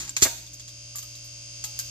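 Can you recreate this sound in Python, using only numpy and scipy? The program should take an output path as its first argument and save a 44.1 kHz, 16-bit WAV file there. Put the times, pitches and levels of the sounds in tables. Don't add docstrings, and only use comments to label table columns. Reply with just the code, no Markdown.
import sys
import numpy as np
from scipy import signal
from scipy.fft import rfft, irfft
from scipy.io import wavfile
from scipy.ndimage import uniform_filter1d

SR = 44100
rng = np.random.default_rng(int(sys.argv[2]) if len(sys.argv) > 2 else 0)


def output_pcm(signal):
    pcm = np.clip(np.atleast_2d(signal).T, -1, 1) * 32767
    wavfile.write(sys.argv[1], SR, np.round(pcm).astype(np.int16))


N = 83790
T = np.arange(N) / SR
HZ, BINS = np.fft.rfftfreq(N, 1 / SR), np.fft.rfftfreq(4096, 1 / SR)
BASS_HZ, TOP_HZ = 795, 16000


def amp(db):
    return 10 ** (np.asarray(db) / 20)


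def unit(x):
    return x / np.sqrt(np.sum(x ** 2, -1, keepdims=True) + 1e-20)


def curve(points, hz):
    freqs, values = np.transpose(points)
    return np.interp(np.log(hz + 1), np.log(freqs + 1), values)


def add(mix, start, sound):
    part = mix[:, max(round(start * SR), 0):][:, :sound.shape[-1]]
    part += sound[..., :part.shape[1]]


def convolve(x, response):
    return signal.fftconvolve(np.atleast_2d(x), np.atleast_2d(response), axes=1)[:, :N]


def colour(db, size=2048):
    log_gain = np.log(amp(np.r_[db, db[-2:0:-1]]))
    spectrum = np.exp(np.conj(signal.hilbert(log_gain)))
    return unit(irfft(spectrum[:len(db)])[:size])


def whiten(x, width_hz):
    power = uniform_filter1d(abs(rfft(x)) ** 2, max(int(width_hz * len(x) / SR), 3))
    inverse_eq = colour(-10 * np.log10(abs(power) + 1e-12))
    return unit(convolve(x, inverse_eq)[0, :len(x)])


def stereo_noise():
    left, other = rfft(rng.standard_normal((2, N)))
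    shared = 1 / (1 + (HZ / BASS_HZ) ** 2)
    return np.array([left, shared * left + np.sqrt(1 - shared ** 2) * other])


def noise_bed(eq):
    return np.sqrt(N) * unit(irfft(stereo_noise() * amp(curve(eq, HZ))))


def widen(x, smear_s=0.00035):
    paths = rfft(irfft(stereo_noise()) * np.exp(-T / smear_s))
    allpass = irfft(paths / abs(paths))
    return convolve(x, np.roll(allpass, 20, axis=1)[:, :SR // 20])


def splinters(decay_s, per_second=5000, snap=0.37, size=6000):
    fractures = rng.random(size) < per_second / SR
    run = unit(fractures * rng.standard_normal(size) * np.exp(-T[:size] / decay_s))
    run[0] += snap
    return 20 * whiten(run, width_hz=280)


# frequency in Hz, T60 in seconds.
ROOM_DECAY = [(100, 0.33), (400, 0.41), (1200, 0.56), (3000, 0.6), (7000, 0.54), (14000, 0.47)]

def workshop(x, near_t60=0.086, rise_s=0.0015):
    near = unit(irfft(stereo_noise()) * amp(-60 * T / near_t60))
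    hz, t, bands = signal.stft(irfft(stereo_noise()), SR, nperseg=256)
    bands *= amp(-60 * t / curve(ROOM_DECAY, hz)[:, None])
    tail = signal.istft(bands, SR, nperseg=256)[1][:, :N]
    tail = unit(tail * (1 - np.exp(-T / rise_s)))
    paths = (T == 0) + amp(-0.5) * near + amp(-11.5) * tail
    return amp(1.5) * convolve(x, [whiten(side, width_hz=96) for side in paths])


# frequency in Hz, moment in the stroke in turns.
WHINE_TIMING = [(4650, 0.18), (4900, 0.0053), (5350, -0.27), (5750, 0.323), (6400, 0.427), (7200, 0.254)]

def stroke_phases(hz, smear_turns=0.1, wide_hz=1800):
    whine = (hz > WHINE_TIMING[0][0]) & (hz < WHINE_TIMING[-1][0])
    timed = -np.cumsum(curve(WHINE_TIMING, hz)) + smear_turns * rng.standard_normal(len(hz))
    side = np.where(whine, 1, rng.choice([-1, 1], len(hz)))
    lag = side * np.minimum(hz / wide_hz, 1) / 8
    return np.where(whine, timed, rng.random(len(hz))) + np.array([lag, -lag])


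def shaft_loop(partials, turns, size=8192):
    cycle = irfft(partials, size) * size / np.sqrt(2)
    return np.array([np.interp(turns, np.arange(size) / size, side, period=1) for side in cycle])


# time in seconds, gain in dB.
PUMP_EFFORT = [(0, -5.5), (.45, -6.5), (.8, -3), (1.1, -2), (1.4, -1.5), (1.65, 0.5), (1.9, 2)]
# harmonic number, left and right level in dB before the effort gain.
PUMP_PARTIALS = [(1, -60, -63.5), (2, -51.5, -48.5), (9, -76, -70), (10, -64.5, -68), (45, -61, -58),
                 (46, -61, -59), (47, -64, -63), (80, -57, -50), (81, -61, -49), (82, -61, -50),
                 (83, -69, -56), (84, -55, -54), (86, -59, -57), (99, -50, -61), (106, -50, -62),
                 (107, -48, -65), (110, -52, -53), (118, -56, -61), (119, -58, -66)]
# frequency in Hz, level in dB before scatter and effort gain.
PUMP_BUZZ = [(180, -77.5), (240, -84), (300, -76.5), (420, -84.5), (500, -72), (680, -84), (880, -97),
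             (1080, -82), (1900, -82), (2300, -71.5), (3300, -75), (4650, -70), (5050, -63.5), (5550, -67),
             (5900, -70), (6600, -73), (7400, -72), (9500, -81.5), (10500, -97), (14000, -91),
             (15500, -104)]
# frequency in Hz, relative level in dB.
OIL_EQ = [(25, -1), (70, 16), (150, 4), (230, -4.5), (450, -11.5), (900, -6), (1750, -12), (2600, 4.5),
          (3400, -2), (5000, 2), (6600, 8), (7700, -13), (10000, -4.5), (14000, -24), (15000, -23),
          (16000, -51)]

def pump(shaft_hz=59.77, waver_hz=0.023, scatter_db=6, hiss_db=-51.5, hiss_pulse=0.07):
    effort_db = np.interp(T, *np.transpose(PUMP_EFFORT))
    drift = np.interp(T, np.linspace(0, T[-1], 20), rng.standard_normal(20))
    turns = np.cumsum(shaft_hz + waver_hz * drift) / SR
    hz = np.arange(TOP_HZ // shaft_hz) * shaft_hz
    db = curve(PUMP_BUZZ, hz) + scatter_db * rng.standard_normal((2, len(hz)))
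    for harmonic, left_db, right_db in PUMP_PARTIALS:
        db[:, round(harmonic)] = left_db, right_db
    partials = amp(db) * np.exp(2j * np.pi * stroke_phases(hz)) * (hz > 0)
    hum = shaft_loop(partials * (hz < BASS_HZ), turns) * amp(0.47 * effort_db)
    whine = shaft_loop(partials * (hz >= BASS_HZ), turns) * amp(effort_db)
    pulse = 1 + hiss_pulse * np.sin(2 * np.pi * turns)
    hiss = noise_bed(OIL_EQ) * amp(hiss_db + effort_db) * pulse
    return hum + whine + hiss


# start in seconds, level in dB, T60 in seconds.
FRAME_RUMBLES = [(0, -46, 0.54), (.225, -53.5, 2.65)]
# frequency in Hz, relative level in dB.
FRAME_EQ = [(25, -14), (60, 12), (130, -9), (175, 5), (220, -3.5), (290, 2.5), (370, -3), (450, -20),
            (900, -31), (3000, -48)]

def frame_rumble():
    envelope = sum(amp(db - 60 * np.maximum(T - start, 0) / t60) * (T >= start)
                   for start, db, t60 in FRAME_RUMBLES)
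    return envelope * noise_bed(FRAME_EQ)


# start in seconds, pitch in Hz, level in dB, T60 in seconds.
PART_PINGS = [(0.952, 1175, -47, 0.16), (1.032, 1246, -55, 0.15), (1.639, 848, -54.5, 0.43),
              (1.64, 1280, -51, 0.19), (1.641, 4290, -50, 0.36), (1.791, 1568, -51.5, 0.19),
              (1.792, 3080, -44, 0.1)]

def loose_parts():
    out, t = np.zeros((2, N)), T[:16000]
    right_phases = rng.uniform(-1.66, 1, len(PART_PINGS))
    for (start, hz, db, t60), phase in zip(PART_PINGS, right_phases):
        tone = np.sin(2 * np.pi * hz * t + np.array([[0], [phase]]))
        add(out, start, amp(db - 60 * t / t60) * tone)
    return out


# start in seconds, pitch in Hz, relative level in dB, decay in seconds.
FRAGMENT_CLACKS = [(0.093, 7480, -32, .002), (.167, 2350, -29.5, .003), (0.473, 3570, -49.5, .003),
                   (0.5374, 6500, -40.5, .002), (0.603, 3300, -52, 0.0036), (0.687, 3400, -53.5, .008),
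                   (.959, 7200, -42, 0.0049), (0.971, 7150, -38, .005), (0.99, 6370, -37, .009),
                   (1.024, 3080, -48, 0.0092), (1.151, 3850, -48.5, .003), (1.79, 6600, -32.5, .002),
                   (1.792, 5040, -32.5, 0.0087), (1.798, 6440, -34.5, .003)]

def fragment_clacks(width_hz=430):
    out = np.zeros((2, N))
    for start, hz, db, decay in FRAGMENT_CLACKS:
        resonance = colour(-20 * np.log10(1 + (2 * (BINS - hz) / width_hz) ** 2))
        add(out, start, 20 * amp(db) * unit(convolve(splinters(decay), resonance)))
    return out


# start in seconds, relative level in dB, decay in seconds.
BED_THUDS = [(.2215, -26, 0.0066), (.256, -36, 0.0089)]
PIECE_SLAPS = [(.2525, -29.5, 0.0093), (.263, -30, 0.0072)]
# frequency in Hz, relative level in dB.
BED_EQ = [(25, -4), (60, 4.5), (130, 6.5), (190, -1.5), (260, 8.5), (340, 4), (430, 4), (560, -20),
          (900, -10.5), (1200, -1), (1500, -16), (4000, -54)]
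PIECE_EQ = [(150, -37), (480, -14), (630, -0.5), (950, -7.5), (1250, -11), (2100, -5.5), (3000, -17),
            (6000, -17), (15000, -44)]

def impacts(hits, eq):
    out, tone = np.zeros((2, N)), colour(curve(eq, BINS))
    for start, db, decay in hits:
        add(out, start, amp(db) * convolve(splinters(decay), tone))
    return out


# frequency in Hz, relative level in dB.
SHELL_EQ = [(60, -22), (300, -23), (550, -24), (850, -17.5), (1250, -14), (1750, -11.5), (2350, -8.5),
            (2900, -9), (3500, -9.5), (4500, -4.5), (5200, -4.5), (5800, -4.5), (6600, 4.5), (7500, -3.5),
            (8400, -9.5), (9500, -12.5), (14000, -9.5), (15000, -18), (16000, -42)]

def flying_shards(start=0.2, fade_s=0.057, per_second=230, count=36):
    out, tone = np.zeros((2, N)), colour(curve(SHELL_EQ, BINS))
    jitter, strength, side = rng.random((count, 3)).T
    delays = (np.arange(count) + jitter) / per_second
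    gains = strength ** 2 * np.exp(-delays / fade_s)
    for delay, gain, pan in zip(delays, gains, side * np.pi / 2):
        add(out, start + delay, gain * np.outer([np.cos(pan), np.sin(pan)], tone))
    return out


# start in seconds, relative level in dB,
# decay in seconds, body shelf in dB, treble shelf in dB, left over right in dB.
SHELL_CRACKS = [(.001, -28, 0.034, 2.5, -3.5, 1.5), (0.048, -39.5, 0.026, 4.5, -8, 0),
                (0.078, -37.5, 0.0084, 5.5, -4, -1), (0.0925, -35, 0.0032, -2, -2, 2),
                (0.1655, -21.5, 0.004, 1.5, -3, -0.5), (0.2208, -14, 0.005, -6, -2, 3),
                (0.2252, -13.5, 0.0033, -3, -4, -4.5), (0.2303, -15, 0.003, -5, 2, 2.5),
                (0.2335, -15, 0.004, -5, 2, 2.5), (.380, -45, .004, -8, -7, 6),
                (0.465, -46.5, 0.0033, -4, -6, 5), (0.533, -43.5, 0.0035, -10, 6.5, -0.5),
                (0.596, -40, 0.0079, -4, -7, 1.5), (0.679, -41, 0.011, -2.5, -4.5, -1),
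                (0.9568, -33, 0.0014, 7, 18.5, 0), (0.962, -39.5, 0.011, -4, 8, -6),
                (0.9837, -34, 0.0069, -3, 7, 1), (1.027, -39, 0.0055, -3, 9, -0.5),
                (1.152, -44.5, 0.009, -13, 2, -2), (1.243, -49, 0.0087, 0, 18, -3),
                (1.6394, -27.5, 0.0067, -3.5, 3, 2), (1.79, -28, 0.0018, -3, 9.5, 4),
                (1.7955, -33, 0.0067, -1.5, 6, -3)]
# pitch in Hz, relative level in dB, T60 in seconds.
SHELL_RING = [(2153, -14, .15), (4301, -8, .12), (4548, -5, .1), (5176, -5, .12), (6217, -3, .1),
              (6832, -2, .08), (7230, -2, .1), (7487, 0, .11)]

def shell_cracks(body_hz=2350, treble_hz=8900, ring_db=-22):
    out, t = np.zeros((2, N)), T[:12000]
    body = 1 / (1 + (BINS / body_hz) ** 4)
    treble = 1 - 1 / (1 + (BINS / treble_hz) ** 8)
    for start, db, decay, body_db, treble_db, pan_db in SHELL_CRACKS:
        tone = colour(curve(SHELL_EQ, BINS) + body_db * body + treble_db * treble)
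        pan = amp([[pan_db / 2], [-pan_db / 2]])
        add(out, start, amp(db) * pan * convolve(splinters(decay), tone))
    phases = rng.uniform(0, 2 * np.pi, (len(SHELL_RING), 2, 1))
    ring = sum(amp(db - 60 * t / t60) * np.sin(2 * np.pi * hz * t + phase)
               for (hz, db, t60), phase in zip(SHELL_RING, phases))
    return out + amp(ring_db) * convolve(out, unit(ring))


# frequency in Hz, left over right in dB.
WRECK_PAN = [(100, -3.5), (500, 0), (1200, -2.5), (2400, -0.5), (4500, -3), (12000, -0.5)]

def scene():
    plastic = widen(shell_cracks() + flying_shards())
    wreck = workshop(plastic + impacts(BED_THUDS, BED_EQ) + impacts(PIECE_SLAPS, PIECE_EQ))
    lean_db = curve(WRECK_PAN, BINS) / 2
    wreck = convolve(wreck, [colour(lean_db), colour(-lean_db)])
    return wreck + widen(fragment_clacks()) + loose_parts() + frame_rumble() + pump()


def record(dry, ceiling=0.85):
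    rounded = ceiling * np.tanh(dry / ceiling)
    lowpass = signal.firwin(255, TOP_HZ, window=("kaiser", 8), fs=SR)
    return signal.oaconvolve(rounded, lowpass[None], "same")


dry = scene()
out = record(dry)
output_pcm(out)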